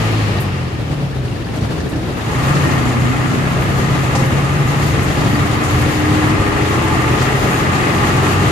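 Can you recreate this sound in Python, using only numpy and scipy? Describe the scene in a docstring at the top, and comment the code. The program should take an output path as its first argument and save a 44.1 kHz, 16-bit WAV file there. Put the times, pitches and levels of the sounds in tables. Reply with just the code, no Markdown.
"""Inside the cab of an old six-cylinder diesel bus on a rough road: the revs fall for a gear change,
the engine takes up the load again and pulls slowly faster. Engine orders are sines that swell at cab
resonances; knock is noise bursts at the firing rate under a resonant cover. Fan, tyres and trim are shaped
noise; ruts and panes ring decaying modes; fittings clatter in noise bursts; faint narrow tones come and go."""
import sys
import numpy as np
from scipy import signal
from scipy.fft import rfft, irfft
from scipy.io import wavfile
from scipy.ndimage import uniform_filter1d

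SR = 44100
rng = np.random.default_rng(int(sys.argv[2]) if len(sys.argv) > 2 else 0)


def waveform_to_disk(signal):
    """Save audio, clipped to [-1, 1], as 16-bit WAV at the path in sys.argv[1]."""
    frames = np.transpose(np.atleast_2d(signal))
    scaled = np.clip(frames, -1, 1) * 32767
    samples = np.round(scaled).astype(np.int16)
    wavfile.write(sys.argv[1], SR, samples)


N = 375291
TIME = np.arange(N) / SR  # s
HZ = np.fft.rfftfreq(N, 1 / SR)

# Engine speed falls for the gear change, flares, settles as the clutch bites, then climbs.
# Each row: time in seconds, engine cycles per second (six firings make a cycle).
ENGINE_SPEED = [(0, 18.33), (.2, 17.89), (.6, 14.6), (1, 11.91), (1.25, 10.41), (1.5, 9.35), (1.75, 8.59),
                (2, 7.5), (2.15, 7.6), (2.3, 10.2), (2.5, 11.85), (2.66, 12.1), (2.8, 10.6), (3.03, 10.25),
                (3.3, 10.9), (4.3, 11.67), (6.3, 13.38), (7.3, 14.4), (7.9, 14.94), (8.51, 15.7)]
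# The pedal lifts for the gear change and goes down again. Each row: time in seconds, engine load in dB.
ENGINE_LOAD = [(0, -4.5), (.36, -9), (.7, -11), (1.35, -20.5), (1.6, -14), (2.0, -13.5), (2.2, -3.5),
               (2.45, 1.5), (2.7, 1), (4.5, -0.5), (7.0, 0.95), (8.15, 1.6), (8.51, 0)]
# How hard the road shakes the bus. Each row: time in seconds, shaking in dB.
ROAD_SHAKE = [(0, 1), (.4, 1), (.56, -3.5), (1.3, -2), (1.6, 1), (2.15, -1), (2.55, 1), (3.2, 0), (3.9, 1),
              (4.3, 1), (5.5, 2.3), (6.5, 0), (7.5, 0.5), (8.51, 2.4)]
# Engine orders, the strong ones and those that uneven cylinders fill in, at 0 dB load and cruising speed.
# Each row: multiple of the cycle rate, rms level off resonance in dB, dB per dB of load,
# dB per doubling of speed.
ENGINE_ORDERS = [(3, -45, .3, 22), (6, -35.5, 0, 12), (7, -37, .8, 0), (8, -39, .5, 5), (9, -35, 0, 13),
                 (10, -39, .8, 0), (11, -40, .8, 0), (12, -37, .1, 0), (14, -43, .5, 8),
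                 (15, -36.5, .4, -3), (17, -41, .8, 3), (18, -39.5, .4, 5), (20, -43, .8, 5),
                 (21, -40, .7, -4), (23, -39, .9, -2), (24, -43, .8, 0), (25, -42, .7, 3), (26, -44, .7, 4),
                 (28, -42, .7, -4), (30, -41, .7, 0)]
# Air resonances of the cab; a negative lift is a dead spot.
# Each row: centre in Hz, width in Hz, lift in dB, lowest order driven, highest order driven.
CAB_MODES = [(82.5, 5, 8, 6, 6), (87, 3, -10, 6, 6), (92.5, 7, 9, 6, 7), (91, 6, 5, 7, 7),
             (107, 13, 9.5, 6, 6), (108, 11, 13, 8, 8), (114, 5, 7, 9, 9), (128.5, 8, 11.5, 9, 9),
             (139, 6, 7.5, 9, 9), (123.5, 6, 12, 10, 10), (130, 9, 10, 10, 10), (137, 5, 8, 10, 10),
             (128.5, 6, 12, 11, 11), (137, 22, 12, 11, 11), (125, 14, 16, 12, 12), (134.5, 6, 7.5, 12, 12),
             (143, 10, 15.5, 12, 12), (149.5, 4, 5, 12, 12), (178, 22, 7, 12, 12), (168, 18, 12, 15, 15),
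             (199, 8, 9, 18, 18), (229, 16, 6, 15, 21), (249, 11, 14, 23, 24), (286, 11, 14, 21, 21),
             (289, 9, 12.5, 23, 23), (298, 7, 12, 25, 28), (305, 14, 18.5, 23, 23), (323, 7, 13, 23, 23),
             (408, 22, 11, 26, 30), (411, 12, 6.5, 30, 30)]
# Spectrum of the knock. Each row: frequency in Hz, relative level in dB per Hz.
KNOCK_SPECTRUM = [(60, -39), (150, -0.5), (250, 5), (400, 2.5), (580, -2), (1000, 0), (1450, -5.5),
                  (2000, -6.5), (3000, -11), (4000, -22), (5500, -24.5), (9000, -25), (15000, -47)]
# Resonances of the engine cover. Each row: centre in Hz, width in Hz, lift in dB.
COVER_MODES = [(748, 22, 4.5), (835, 12, 8.5), (952, 84, -2.5), (1082, 120, 3), (1219, 78, 7),
               (1348, 55, 5.5), (1456, 67, 1.5), (1666, 44, 7.5), (1850, 110, 7.5), (2040, 120, 6),
               (2194, 51, 3.5), (2506, 27, 9.5), (2720, 45, 3.5)]
# Spectrum of the cooling fan. 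Each row: frequency in Hz, relative level in dB per Hz.
FAN_SPECTRUM = [(100, -11), (500, -8), (1100, -20), (2100, 3.5), (2800, 6.5), (3500, -1), (4300, -1),
                (5500, -5.5), (9000, -43), (15000, -36)]
# Spectrum of the tyre and body rumble. Each row: frequency in Hz, relative level in dB per Hz.
ROAD_SPECTRUM = [(15, -32), (30, -23), (46, -8), (70, -5), (100, 0), (135, -1.5), (200, -7.5), (300, -8),
                 (430, -11.5), (900, -20), (2000, -26), (4000, -31.5), (8000, -43), (11500, -45),
                 (15000, -55)]
# Ruts that thump through the floor.
# Each row: start in seconds, peak level in dB, hardness in dB per octave.
FLOOR_THUMPS = [(1.208, -15, -8), (1.622, -10, 6), (1.696, -15, -4), (1.796, -12, 0), (2.508, -7, 4),
                (3.019, -9, 2), (3.793, -8, 7), (4.152, -13, 12), (4.222, -6, 5), (4.317, -12, 14),
                (4.654, -5.5, 5), (4.831, -11, 14), (5.078, -11, -2), (5.332, -10, 26), (5.403, -9, -13),
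                (5.528, -11, 4), (5.746, -6, -1), (6.399, -9, -3), (6.496, -11, -2), (6.615, -12, 2),
                (6.76, -14, 5)]
# Modes of the floor. Each row: frequency in Hz, level before the hardness tilt in dB,
# 60 dB decay time in seconds.
FLOOR_MODE_TABLE = [(58, -22, 0.075), (85, 3.5, 0.14), (128, 14.5, 0.053), (218, 1.5, 0.054)]
# Loose fittings that clatter on bumps.
# Each row: start in seconds, level before a common trim in dB, centre in Hz, 60 dB decay time in seconds.
FITTING_CLATTERS = [(0.4, -25, 11400, 0.15), (1.108, -32, 3800, .06), (1.25, -33, 4500, 0.074),
                    (1.518, -31, 4200, .06), (1.552, -35, 7000, .2), (1.607, -28, 4500, .08),
                    (1.641, -30, 3900, .06), (1.746, -34, 3900, .05), (1.778, -29, 3900, .05),
                    (1.8, -28, 4500, .1), (1.888, -34, 9000, .18), (1.957, -27, 4250, 0.066),
                    (2.256, -29, 3400, .06), (2.422, -27, 5000, .1), (2.482, -33, 8000, .2),
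                    (2.551, -23, 4800, .1), (4.149, -18.5, 5540, 0.16), (4.152, -20, 1800, .07),
                    (4.188, -27, 5600, .15), (4.861, -31, 10000, .2), (5.025, -28, 8500, .2),
                    (5.634, -26, 7000, .16), (5.812, -26, 8500, 0.11), (5.885, -30, 8500, .1),
                    (6.291, -26, 6000, .1)]
# A loose metal part chinks while the engine coasts. Each row: start in seconds, level before trim in dB.
METAL_CHINKS = [(1.1294, -28), (1.3603, -28), (1.4661, -28), (1.688, -29), (1.8044, -29), (1.9305, -24),
                (2.0644, -29), (2.1969, -25)]
# Modes of the metal part. Each row: frequency in Hz, relative level in dB, 60 dB decay time in seconds.
METAL_MODES = [(1740, 1.5, 0.08), (1880, -6, .055), (2900, -12, 0.055)]
# A body panel rings on a bump and its rebound. Each row: start in seconds, level before trim in dB.
PANEL_BUMPS = [(4.15, -16), (4.199, -22.5)]
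# Modes of the panel. Each row: frequency in Hz, relative level in dB, 60 dB decay time in seconds.
BODY_PANEL_MODES = [(530, -3, 0.46), (680, -4, 0.13), (810, 2, .13), (985, -5, 0.13), (1220, -6, .14)]
# Modes of the window panes.
# Each row: nominal frequency in Hz, relative level in dB, 60 dB decay time in seconds.
WINDOW_MODES = [(1800, -1, 0.062), (2850, -1, 0.049), (3900, -5, 0.031), (4510, -6, 0.056),
                (6820, -11, .03)]
# Spectrum of rushing air and trim. Each row: frequency in Hz, relative level in dB per Hz.
HISS_SPECTRUM = [(1500, -24), (3000, 6), (4300, 4), (5600, -0.5), (6900, 5.5), (8200, -5), (9000, -3),
                 (10500, -5), (11800, -2.5), (12900, -7.5), (15000, -17)]
# Brief resonances, low groans and thin whistles.
# Each row: start in seconds, length in seconds, centre in Hz, width in Hz, rms level before the fades in dB.
BRIEF_TONES = [(0, 0.37, 4240, 180, -44), (1.2, 0.18, 9100, 400, -55), (1.62, 0.49, 316, 8, -33.5),
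               (1.89, 0.11, 280, 12, -26), (2.58, 0.27, 328, 11, -28), (2.7, 0.84, 7120, 130, -48),
               (2.4, 1.25, 250, 67, -25), (6.7, 0.54, 865, 32, -29), (6.72, 0.41, 1215, 47, -30.5),
               (7.75, 0.57, 1206, 91, -31)]
# Likeness of the two sides. Each row: frequency in Hz, left-right correlation.
LIKENESS = [(40, .95), (130, .96), (290, .7), (630, .42), (1300, -.1), (2500, .05), (14000, 0)]
# Balance of the two sides. Each row: frequency in Hz, left minus right in dB.
BALANCE = [(60, 6), (110, -1.5), (200, 3), (370, 0.5), (690, 1), (1260, 1), (2320, 4), (4270, 3.5),
           (7850, 3.5), (14400, -1)]

CRUISE = 12  # reference speed in engine cycles per s
# knock level at 0 dB load and cruising speed; it follows the load dB for dB
KNOCK_DB, KNOCK_DB_PER_DOUBLING = -20.5, 4.5
LOOSE = .45  # share of the knock's drive power that is fresh noise rather than repeated blows
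SCATTER_DB = 1.7  # rms difference in strength from one blow to the next
ROAD_DB = -20.3  # rumble level at 0 dB shaking
# trim and windows rattle with the engine's load and speed and with the road
HISS_DB, HISS_PER_LOAD, HISS_PER_SHAKE, HISS_DB_PER_DOUBLING = -35, 1, 0.65, 3.5
# the panes chatter louder as the road gets rougher
PANES_DB, PANES_PER_SHAKE = -44, 1.5
EDGE_HZ = 14950  # upper band limit


def amp(db):
    """Level to pressure ratio: 20 dB is a factor of ten."""
    return 10 ** (np.asarray(db) / 20)


def evened(x):
    """Normalisation of mean power: the signal is scaled to rms 1."""
    return x / np.sqrt(np.mean(x ** 2) + 1e-20)


def read(points, hz=HZ):
    """Logarithmic frequency scale: a spectrum table is interpolated between its points."""
    f, value = np.transpose(points)
    return np.interp(np.log(hz + 1), np.log(f + 1), value)


def curve(table):
    """Linear interpolation: a time table becomes one value per sample."""
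    s, value = np.transpose(table)
    return np.interp(TIME, s, value)


def add(mix, s, sound):
    """Superposition: a stereo sound is summed into the mix from time s in seconds."""
    part = mix[:, max(round(s * SR), 0):][:, :sound.shape[1]]
    part += sound[:, :part.shape[1]]


def wander(per_s):
    """Low-passed random process: smooth chance of about rms 1, changing about per_s times a second."""
    coarse = np.linspace(0, TIME[-1], 2048)
    f = np.fft.rfftfreq(len(coarse), coarse[1])
    slow = irfft(rfft(rng.standard_normal(len(coarse))) * np.exp(-(f / per_s) ** 2))
    return np.interp(TIME, coarse, evened(slow))


def lift(resonances, hz):
    """Resonance curves: the decibels that a set of modes adds at the given frequencies."""
    return sum(db / (1 + (2 * (hz - centre) / width) ** 2) for centre, width, db in resonances)


def in_cab(pair, colour_db):
    """Interaural coherence: bass is much alike on both sides, treble is diffuse and mostly leans left."""
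    a, b = rfft(pair)
    same = np.clip(read(LIKENESS), -1, 1)
    lean = amp(read(BALANCE) / 2)
    mid = a * np.sqrt((1 + same) / 2)
    side = b * np.sqrt((1 - same) / 2)
    sides = np.array([(mid + side) * lean, (mid - side) / lean])
    return evened(irfft(sides * amp(colour_db), N))


def boom(cycles, speed, load_db):
    """Order excitation: multiples of the cycle rate drone, swelling as they glide through cab resonances."""
    out, doublings = np.zeros((2, N)), np.log2(speed / CRUISE)
    for k, db, per_load, per_doubling in ENGINE_ORDERS:
        driven = [mode for *mode, lowest, highest in CAB_MODES if lowest <= k <= highest]
        # a resonance takes time to build, so a quick glide passes through it smoothly
        swell_db = uniform_filter1d(np.zeros(N) + lift(driven, k * speed), size=8000)
        line_db = db + per_load * load_db + per_doubling * doublings + swell_db
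        # higher orders arrive less in step at the two sides (phase in radians)
        apart = k / 60 * rng.choice([-1, 1]) * np.array([[1], [-1]])
        line = np.sqrt(2) * np.sin(2 * np.pi * (k * cycles + rng.random()) + apart)
        waver_db = .7 * wander(4)
        out += amp(line_db + waver_db) * line
    return out * amp([[.7], [-.7]])  # slightly stronger on the left


def knock(cycles, ring_s=0.015, uneven_db=0.28, burst=0.58, count=6):
    """Impulsive excitation: cylinders strike the block, each with its own ring, amid combustion noise."""
    firing = np.floor(cycles * count).astype(int)
    at = np.flatnonzero(np.diff(firing)) + 1
    strength = amp(uneven_db * evened(rng.standard_normal(count)))
    force = amp(SCATTER_DB * rng.standard_normal(N))[at]
    t = np.arange(4096) / SR
    blows = np.zeros((2, N))
    for cylinder in range(count):
        train = np.zeros(N)
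        train[at] = force * strength[cylinder] * (firing[at] % count == cylinder)
        # worn injectors and pistons make each cylinder knock a little late
        age = np.maximum(t - rng.uniform(0, .006), 0)
        # the ring swells in a moment and dies away in two parts, the weaker one a little sooner
        rise = 1 - np.exp(-age / 0.0027)
        decay = np.exp(-age / ring_s) + 0.12 * np.exp(-age / 0.013)
        ring = rng.standard_normal((2, len(t))) * rise * decay
        blows += signal.oaconvolve(train[None], ring, axes=1)[:, :N]
    blows = signal.sosfilt(signal.butter(2, 260, "high", fs=SR, output="sos"), blows)
    # steady noise plus a puff that fades over the fraction "burst" of a firing interval
    phase = cycles * count % 1
    puffs = rng.standard_normal((2, N)) * strength[firing % count] * (2.1 + np.exp(-phase / burst))
    drive = np.sqrt(1 - LOOSE) * evened(blows) + np.sqrt(LOOSE) * evened(puffs)
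    return cover_wavers(in_cab(drive, read(KNOCK_SPECTRUM) + lift(COVER_MODES, HZ)))


def cover_wavers(pair, waver_db=1.5, per_s=7):
    """Modal fluctuation: each resonance of the engine cover's loose panels rises and sinks in its own time."""
    hz, t, z = signal.stft(pair, SR, nperseg=1024)
    bands = np.array([lift([(centre, width, 1)], hz) for centre, width, _ in COVER_MODES])
    swells = rng.standard_normal((len(COVER_MODES), len(t)))
    smooth = np.exp(-(np.fft.rfftfreq(len(t), t[1]) / per_s) ** 2)
    swells = evened(irfft(rfft(swells) * smooth, len(t)))
    wavered = z * amp(waver_db * bands.T @ swells)
    return evened(signal.istft(wavered, SR, nperseg=1024)[1][:, :N])


def fan(speed, top_db=-30, steepness=3.4):
    """Aerodynamic noise: the cooling fan's rush grows as a steep power of engine speed."""
    gain = amp(top_db) * (speed / speed.max()) ** steepness
    return gain * in_cab(rng.standard_normal((2, N)), read(FAN_SPECTRUM))


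def thumps(rise_s=0.0043):
    """Modal response to a push: ruts make low floor modes throb; hardness tilts the balance of the modes."""
    out, t = np.zeros((2, N)), np.arange(SR // 4) / SR
    for s, peak_db, hardness in FLOOR_THUMPS:
        ring = np.zeros(len(t))
        for hz, db, t60 in FLOOR_MODE_TABLE:
            mode_db = db + hardness * np.log2(hz) - 60 * t / t60
            ring += amp(mode_db) * np.sin(2 * np.pi * hz * t)
        ring *= 1 - np.exp(-t / rise_s)
        add(out, s, amp(peak_db) * np.array([ring, ring]) / abs(ring).max())
    return out


def road(jolt_db=1.47):
    """Random excitation: the uneven surface jolts the rumble of tyres and body."""
    jolted = rng.standard_normal((2, N)) * amp(jolt_db * wander(19.6))
    return in_cab(jolted, read(ROAD_SPECTRUM))


def clatters(octaves=0.53, level_db=-2):
    """Band-limited impact noise: each loose fitting gives a quickly dying burst around its own centre."""
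    out, t = np.zeros((2, N)), np.arange(SR // 2) / SR
    f = np.fft.rfftfreq(len(t), 1 / SR) + 1
    for s, db, hz, t60 in FITTING_CLATTERS:
        band = np.exp(-(np.log2(f / hz) / octaves) ** 2 / 2)
        burst = evened(irfft(rfft(rng.standard_normal((2, len(t)))) * band, len(t)))
        rise = 1 - np.exp(-t / .004)
        add(out, s, burst * amp(db + level_db - 60 * t / t60) * rise)
    return out


def struck(hits, modes, level_db):
    """Free vibration: every hit rings the same few decaying modes, with chance phases on each side."""
    out, t = np.zeros((2, N)), np.arange(SR) / SR
    for s, db in hits:
        ring = np.zeros((2, len(t)))
        for hz, mode_db, t60 in modes:
            phase = rng.uniform(-0.89, 1, (2, 1))  # radians
            ring += amp(mode_db - 60 * t / t60) * np.sin(2 * np.pi * hz * t + phase)
        add(out, s, amp(db + level_db) * ring * (1 - np.exp(-t / 0.0011)))
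    return out


def metal_chinks():
    """Free vibration of a small part: short, high modes make a loose metal part chink."""
    return struck(METAL_CHINKS, METAL_MODES, level_db=-2.5)


def panel_rings():
    """Free vibration of a plate: a body panel rings longer and lower after a bump and its rebound."""
    return struck(PANEL_BUMPS, BODY_PANEL_MODES, level_db=-1)


def panes(per_s=75, size_db=6.0, detune=0.047):
    """Random impacts on resonators: panes chatter in uneven ticks, each ringing one pane's split mode."""
    out, t = np.zeros((2, N)), np.arange(2048) / SR
    for hz, db, t60 in WINDOW_MODES:
        struck_now = rng.random(N) < per_s / len(WINDOW_MODES) / SR
        ticks = struck_now * amp(size_db * np.minimum(rng.exponential(1, N), 2))
        # two neighbouring partials on each side
        pair = hz * (1 + detune * rng.uniform(-1.28, 1, (2, 2, 1)))
        ring = np.sin(2 * np.pi * pair * t).sum(1) * amp(db - 60 * t / t60)
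        out += signal.oaconvolve(ticks[None], ring, axes=1)[:, :N]
    return evened(out)


def hiss(per_s=70, size_db=4, decay_s=0.011, rattle=0.81, flutter_db=1.5, count=4):
    """Modulated noise: rushing air and tiny rattles of windows and trim, each part in its own band."""
    out = np.zeros((2, N))
    centres = np.log(np.geomspace(3000, 13000, count))
    for share in np.eye(count):
        ticks = (rng.random(N) < per_s / SR) * amp(size_db * np.minimum(rng.exponential(1, N), 2.7))
        power = signal.lfilter([1], [1, -np.exp(-1 / (decay_s * SR))], ticks ** 2)
        power = abs(uniform_filter1d(power, size=480))  # echoes in the cab soften each tick
        part = rng.standard_normal((2, N)) * np.sqrt(1 + rattle * power / power.mean())
        band_power = np.interp(np.log(HZ + 1), centres, share)
        out += irfft(rfft(part) * np.sqrt(band_power), N)
    return in_cab(out * amp(flutter_db * wander(10.0)), read(HISS_SPECTRUM))


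def tones():
    """Narrow-band noise: brief groans and whistles swell and fade around their centres."""
    out = np.zeros((2, N))
    for s, length, hz, width, db in BRIEF_TONES:
        count = int(length * SR)
        band = np.exp(-(2 * (np.fft.rfftfreq(count, 1 / SR) - hz) / width) ** 2)
        tone = evened(irfft(rfft(rng.standard_normal((2, count))) * band, count))
        add(out, s, amp(db) * tone * signal.windows.tukey(count, .6))
    return out


def scene():
    """Superposition of sources: speed and load set the engine's levels, shaking those of road and panes."""
    speed, load_db, shake_db = curve(ENGINE_SPEED), curve(ENGINE_LOAD), curve(ROAD_SHAKE)
    cycles = np.cumsum(speed * (1 + .002 * wander(6))) / SR  # the speed is slightly unsteady
    doublings = np.log2(speed / CRUISE)
    knock_db = KNOCK_DB + load_db + KNOCK_DB_PER_DOUBLING * doublings
    engine = boom(cycles, speed, load_db) + amp(knock_db) * knock(cycles) + fan(speed)
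    rumble = amp(ROAD_DB + shake_db) * road()
    rattles = clatters() + metal_chinks() + panel_rings()
    chatter = amp(PANES_DB + PANES_PER_SHAKE * shake_db) * panes()
    hiss_db = HISS_DB + HISS_PER_LOAD * load_db + HISS_PER_SHAKE * shake_db
    hiss_db = hiss_db + HISS_DB_PER_DOUBLING * doublings
    return engine + thumps() + rumble + rattles + chatter + amp(hiss_db) * hiss() + tones()


def record(dry):
    """Saturation and band limiting: the highest peaks are rounded off, then a steep low-pass follows."""
    rounded = dry / (1 + (dry / .95) ** 8) ** (1 / 8)
    low_pass = signal.firwin(511, EDGE_HZ, window=("kaiser", 9), fs=SR)
    return signal.oaconvolve(rounded, low_pass[None], "same")


dry = scene()
out = record(dry)
waveform_to_disk(out)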